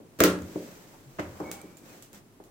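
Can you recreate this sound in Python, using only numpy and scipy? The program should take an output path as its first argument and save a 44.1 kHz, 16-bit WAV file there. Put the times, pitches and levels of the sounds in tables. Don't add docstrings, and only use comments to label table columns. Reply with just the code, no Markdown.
import sys
import numpy as np
from scipy import signal
from scipy.fft import rfft, irfft
from scipy.io import wavfile
from scipy.ndimage import uniform_filter1d

SR = 44100
rng = np.random.default_rng(int(sys.argv[2]) if len(sys.argv) > 2 else 0)


def persist_wave(psi):
    counts = np.round(np.clip(psi, -1, 1) * 32767).astype(np.int16)
    wavfile.write(sys.argv[1], SR, np.atleast_2d(counts).T)


N = 110250
TIME_S = np.arange(N) / SR
BAND_EDGES_HZ = np.geomspace(30, 17000, 29)

# freq_hz, density_db_per_hz
FLOOR_SPECTRUM = [(30, 13), (60, -25), (110, 5), (170, -2), (300, 0.5), (550, -11.5), (1000, -13.5),
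                  (2000, -19.5), (4000, -25), (7000, -25), (11000, -26.5), (15000, -28)]
FLOOR_DB = -56.5
# freq_hz, t60_s
ROOM_T60 = [(80, 0.53), (210, 0.96), (560, .44), (1470, 0.4), (3900, 0.27), (10000, 0.26), (16000, 0.15)]
ROOM_BUILD_S = 0.0024
# freq_hz, correlation (no unit)
EAR_LIKENESS = [(25, -0.23), (80, 1), (330, 0.82), (700, 0.56), (1400, -0.19), (2800, 0.083), (6000, -.1),
                (14000, -0.02)]
PAN_CORNER_HZ = 7000

# start_s, burst_db, hardness_cutoff_hz, table_ring_db, bass_cut_hz, room_db. Hands make all but the
KNOCKS = [(0.001, -48, 596, -29.5, 176, -47), (0.5574, -29.5, 565, -11.5, 187, -37.5),
          (1.186, -40, 2950, -45, 99, -41.5), (1.1904, -29.5, 1620, -20, 59, -45),
          (1.194, -32.5, 3300, -18.5, 61, -32.5), (1.4009, -34, 1030, -16, 176, -32),
          (1.478, -54, 1500, -24, 160, -41.5), (1.638, -47, 420, -25, 169, -47),
          (2.401, -46.5, 810, -34, 300, -50)]
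# freq_hz, density_db_per_hz
KNOCK_SPECTRUM = [(45, -40), (85, 9.5), (130, 8), (300, 7.5), (600, 3.5), (1000, 2), (2000, -1),
                  (4000, -11.5), (7000, 3.5), (15000, -12)]
KNOCK_T60_S = 0.042
# freq_hz, level_db, t60_s
TABLE_MODES = [(86, -40, .55), (182, -26, .56), (222, -32, .45), (295, -21, .38), (325, -23, .3),
               (350, -27, .28), (384.5, -22, .33), (442, -30, .42), (507, -29, .4), (554, -29, .45),
               (607, -26, .45)]

# start_s, crack_db, thud_db, table_ring_db, iron_ring_db, room_db, pan_left_minus_right_db
CLACKS = [(0.1884, -52, -42.5, -16.5, -18, -35.5, -9), (0.2037, -18, -13, -1, -11, -24.5, -8),
          (0.2375, -15.5, -24, 1, 5, -16, -8)]
# freq_hz, density_db_per_hz
CRACK_SPECTRUM = [(100, -38), (500, -13.5), (1300, 9), (2500, -3.5), (4200, -6), (7000, -3), (9500, -9.5),
                  (12000, -9.5), (14500, 0), (17000, -7)]
# freq_hz, density_db_per_hz
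THUD_SPECTRUM = [(25, -21), (45, -27), (60, -12), (85, -7), (125, -17), (200, -8), (350, 0), (650, -4),
                 (900, -26), (1300, -9), (2000, -13), (4500, -30.5), (7000, -24), (12000, -62)]
# freq_hz, density_db_per_hz
CLACK_ROOM_SPECTRUM = [(45, -41), (130, -10.5), (200, -11.5), (340, -1), (560, -14.5), (850, -14),
                       (1350, -10), (2200, -16.5), (3500, -17.5), (7000, -20), (9000, -22.5),
                       (12000, -29.5), (14500, -16), (17000, -29)]
CRACK_T60_S, THUD_T60_S = 0.012, 0.18
# freq_hz, level_db, t60_s
IRON_MODES = [(1042, -38, .3), (1108, -38, .25), (1301, -36, .3), (1332, -34, .3), (1394, -33, .33),
              (1712, -40, .24), (1898, -38, .24), (1927, -40, .24), (2990, -43, .18)]
# freq_hz, level_re_thud_db, t60_s
BUMP_MODES = [(77.4, -14.5, 0.3)]

# fastest_s, rise_s, fall_s, level_db
SLIDES = [(0.64, 0.26, 0.19, -48.5), (0.901, 0.067, 0.24, -58), (1.378, 0.19, 0.27, -52),
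          (1.902, 0.044, 0.097, -50), (2.161, 0.027, 0.029, -51)]
# freq_hz, density_db_per_hz
CLOTH_SPECTRUM = [(60, 5), (200, 17), (500, 16.5), (900, 7), (1800, 6.5), (3000, 1), (5800, 0), (7000, 7),
                  (8200, -3), (10000, -9), (12000, -5.5), (14500, 24), (17000, -63)]
CLOTH_GRAIN_DB, CLOTH_GRAINS_PER_S = 1, 120

# loudest_s, rise_s, fall_s, level_db, centre_hz, width_hz
RUBS = [(0.438, 0.02, 0.049, -44, 89, 20), (0.945, 0.0093, .02, -56.5, 860, 290),
        (1.08, .06, .07, -55, 135.3, 23), (1.24, 0.037, 0.093, -46.5, 86.3, 12),
        (1.432, 0.02, 0.11, -54.5, 82.6, 17), (1.46, 0.12, 0.16, -53.5, 970, 890),
        (1.5, 0.074, .07, -51, 803, 35), (1.83, 0.016, 0.037, -54.5, 276, 150)]

# start_s, click_db, ping_db, ping_hz, room_db, pan_left_minus_right_db
TICKS = [(0.4205, -58, -46, 6700, -61, -8), (1.196, -52.5, -51, 6400, -53, -3),
         (1.4023, -58, -50, 5360, -67, -7), (1.515, -38.5, -40, 6350, -38, -5),
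         (1.6153, -54.5, -42.5, 8400, -58, -10), (1.7703, -58, -43, 7250, -52, -6),
         (2.0238, -52, -51, 7800, -48, -5), (2.131, -54.5, -64, 8100, -52, -6),
         (2.147, -62, -64, 7500, -61, 3), (2.439, -61.5, -64, 4200, -58.5, 0)]
# freq_hz, density_db_per_hz
TICK_SPECTRUM = [(200, -30), (1200, -2.5), (3000, -2), (5500, -5), (6900, 5), (9200, -5), (10500, -1),
                 (12300, -5.5), (14500, 3), (17000, -15)]
TICK_T60_S, PING_T60_S = 0.0084, 0.02

# loudest_s, rise_s, level_db, pitch_hz, t60_s
SQUEAKS = [(1.467, 0.02, -48.5, 2223, 0.84), (1.91, 0.017, -61, 2470, 0.13)]
SQUEAK_RISE_HZ_PER_S = 430
SQUEAK_WAVER_HZ, SQUEAK_WAVERS_PER_S, SQUEAK_FLUTTER_DB = 60, 220, 3

PEAK_LIMIT, CUTOFF_HZ = 0.69, 15900


def from_db(db):
    return 10 ** (np.asarray(db) / 20)


def at_hz(points, hz):
    table_hz, value = np.transpose(points)
    return np.interp(np.log(hz), np.log(table_hz), value)


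def decay(t60_s, length_s):
    return np.exp(-np.log(1000) * TIME_S[:int(length_s * SR)] / t60_s) + 1e-12


def swell(peak_s, rise_s, fall_s):
    width_s = np.where(TIME_S < peak_s, rise_s, fall_s)
    return np.exp(-.5 * ((TIME_S - peak_s) / width_s) ** 2)


def wobble(rate_per_s):
    return np.interp(TIME_S * rate_per_s, np.arange(N), rng.standard_normal(N))


def filtered(x, hz, kind, order=2):
    corner_hz = np.clip(hz, 10, .48 * SR)
    return signal.sosfilt(signal.butter(order, corner_hz, kind, fs=SR, output="sos"), x)


def blow_level(x):
    return x * np.sqrt(2 * SR / 100 / np.sum(x ** 2))


def panned(x, left_minus_right_db):
    ear_db = [[left_minus_right_db / 2], [-left_minus_right_db / 2]]
    treble = filtered(x, PAN_CORNER_HZ, "high", order=1)
    return x + treble * (from_db(ear_db) - 1)


def add(out, start_s, x):
    start = max(int(start_s * SR), 0)
    out[:, start:start + x.shape[-1]] += x[..., :N - start]


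def band(envelope, low_hz, high_hz):
    pair = filtered(rng.standard_normal((2, len(envelope))) * envelope, [low_hz, high_hz], "band")
    mid, side = pair / np.sqrt(np.mean(pair ** 2, axis=1, keepdims=True))
    alike = np.clip(at_hz(EAR_LIKENESS, np.sqrt(low_hz * high_hz)), -.99, .99)
    return np.sqrt((1 + alike) / 2) * mid + np.sqrt((1 - alike) / 2) * side * [[1], [-1]]


def coloured(spectrum, envelope_at):
    out = 0
    for low_hz, high_hz in zip(BAND_EDGES_HZ, BAND_EDGES_HZ[1:]):
        centre_hz = np.sqrt(low_hz * high_hz)
        gain = from_db(at_hz(spectrum, centre_hz)) * np.sqrt(high_hz - low_hz)
        out = out + gain * band(envelope_at(centre_hz), low_hz, high_hz)
    return out / np.sqrt(np.mean(out ** 2))


def steady(hz):
    return np.ones(N)


def causal(log_gain):
    cepstrum = irfft(log_gain)
    half = len(cepstrum) // 2
    return np.exp(rfft(np.r_[cepstrum[0], 2 * cepstrum[1:half], np.zeros(half)]))


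def burst(spectrum, t60_s, size=8192):
    hz = np.maximum(np.arange(size // 2 + 1) * SR / size, 1)
    alike = np.clip(at_hz(EAR_LIKENESS, hz), -.995, .995)
    noise_pair = rfft(rng.standard_normal((2, size)) * decay(t60_s, 1)[:size])
    mid, side = noise_pair * np.sqrt([1 + alike, 1 - alike])
    target = from_db(at_hz(spectrum, hz))
    ears = []
    for noise in (mid + side, mid - side):
        power = uniform_filter1d(np.abs(noise) ** 2, size=70)
        ears.append(irfft(noise * causal(np.log(target / np.sqrt(power)))))
    return blow_level(np.array(ears))


def ringing(modes):
    out = 0
    for k, (hz, db, t60_s) in enumerate(modes):
        out = out + (-1) ** k * from_db(db) * decay(t60_s, 1) * np.sin(2 * np.pi * hz * TIME_S[:SR])
    return out


def room_tail(spectrum):
    length_s = .7
    build = 1 - np.exp(-TIME_S[:int(length_s * SR)] / ROOM_BUILD_S)
    return blow_level(coloured(spectrum, lambda hz: build * decay(at_hz(ROOM_T60, hz), length_s)))


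def room_floor():
    return from_db(FLOOR_DB) * coloured(FLOOR_SPECTRUM, steady)


def knocks(table_ring):
    out = np.zeros((2, N))
    for start_s, db, hard_hz, ring_db, bass_hz, room_db in KNOCKS:
        def soften(x):
            dulled = filtered(x, hard_hz, "low", order=3)
            return filtered(dulled, bass_hz, "high")
        add(out, start_s, from_db(db) * blow_level(soften(burst(KNOCK_SPECTRUM, KNOCK_T60_S))))
        add(out, start_s, from_db(ring_db) * soften(table_ring))
        add(out, start_s, from_db(room_db) * blow_level(soften(room_tail(KNOCK_SPECTRUM))))
    return out


def clacks(table_ring):
    out = np.zeros((2, N))
    iron_ring, bump = ringing(IRON_MODES), ringing(BUMP_MODES)
    thud, room = burst(THUD_SPECTRUM, THUD_T60_S), room_tail(CLACK_ROOM_SPECTRUM)
    for start_s, crack_db, thud_db, ring_db, iron_db, room_db, pan_db in CLACKS:
        crack = burst(CRACK_SPECTRUM, CRACK_T60_S)
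        add(out, start_s, from_db(crack_db) * panned(crack, pan_db))
        add(out, start_s, from_db(thud_db) * (thud))
        add(out, start_s, from_db(thud_db) * bump)
        add(out, start_s, from_db(ring_db) * table_ring)
        add(out, start_s, from_db(iron_db) * iron_ring)
        add(out, start_s, from_db(room_db) * room)
    return out


def cloth():
    power = sum((from_db(db) * swell(s, rise_s, fall_s)) ** 2 for s, rise_s, fall_s, db in SLIDES)
    grain = from_db(CLOTH_GRAIN_DB * wobble(CLOTH_GRAINS_PER_S))
    return np.sqrt(power) * grain * coloured(CLOTH_SPECTRUM, steady)


def rubs():
    out = np.zeros((2, N))
    for peak_s, rise_s, fall_s, db, hz, width_hz in RUBS:
        resonance = band(np.ones(N), hz - width_hz / 2, hz + width_hz / 2)
        out += from_db(db) * swell(peak_s, rise_s, fall_s) * resonance
    return out


def ticks():
    out = np.zeros((2, N))
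    envelope = decay(PING_T60_S, .1)
    for start_s, db, ping_db, ping_hz, room_db, pan_db in TICKS:
        ping = envelope * np.sin(2 * np.pi * ping_hz * TIME_S[:len(envelope)])
        add(out, start_s, from_db(db) * panned(burst(TICK_SPECTRUM, TICK_T60_S), pan_db))
        add(out, start_s, from_db(ping_db) * panned(ping, pan_db))
        add(out, start_s, from_db(room_db) * room_tail(TICK_SPECTRUM))
    return out


def squeaks():
    out = np.zeros(N)
    for peak_s, rise_s, db, hz, t60_s in SQUEAKS:
        after_s = np.maximum(TIME_S - peak_s, 0)
        flutter_db = SQUEAK_FLUTTER_DB * wobble(SQUEAK_WAVERS_PER_S)
        fade = np.exp(-np.log(1000) * after_s / t60_s)
        level = from_db(db + flutter_db) * swell(peak_s, rise_s, np.inf) * fade
        waver_hz = SQUEAK_WAVER_HZ * wobble(SQUEAK_WAVERS_PER_S)
        pitch_hz = hz + SQUEAK_RISE_HZ_PER_S * after_s + waver_hz
        out += level * np.sin(2 * np.pi * np.cumsum(pitch_hz) / SR)
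    return out


def scene():
    table_ring = ringing(TABLE_MODES)
    blows = knocks(table_ring) + clacks(table_ring) + ticks()
    return room_floor() + blows + cloth() + rubs() + squeaks()


def record(dry):
    rounded = PEAK_LIMIT * np.tanh(dry / PEAK_LIMIT)
    return signal.sosfilt(signal.ellip(10, .2, 80, CUTOFF_HZ, fs=SR, output="sos"), rounded)


dry = scene()
out = record(dry)
persist_wave(out)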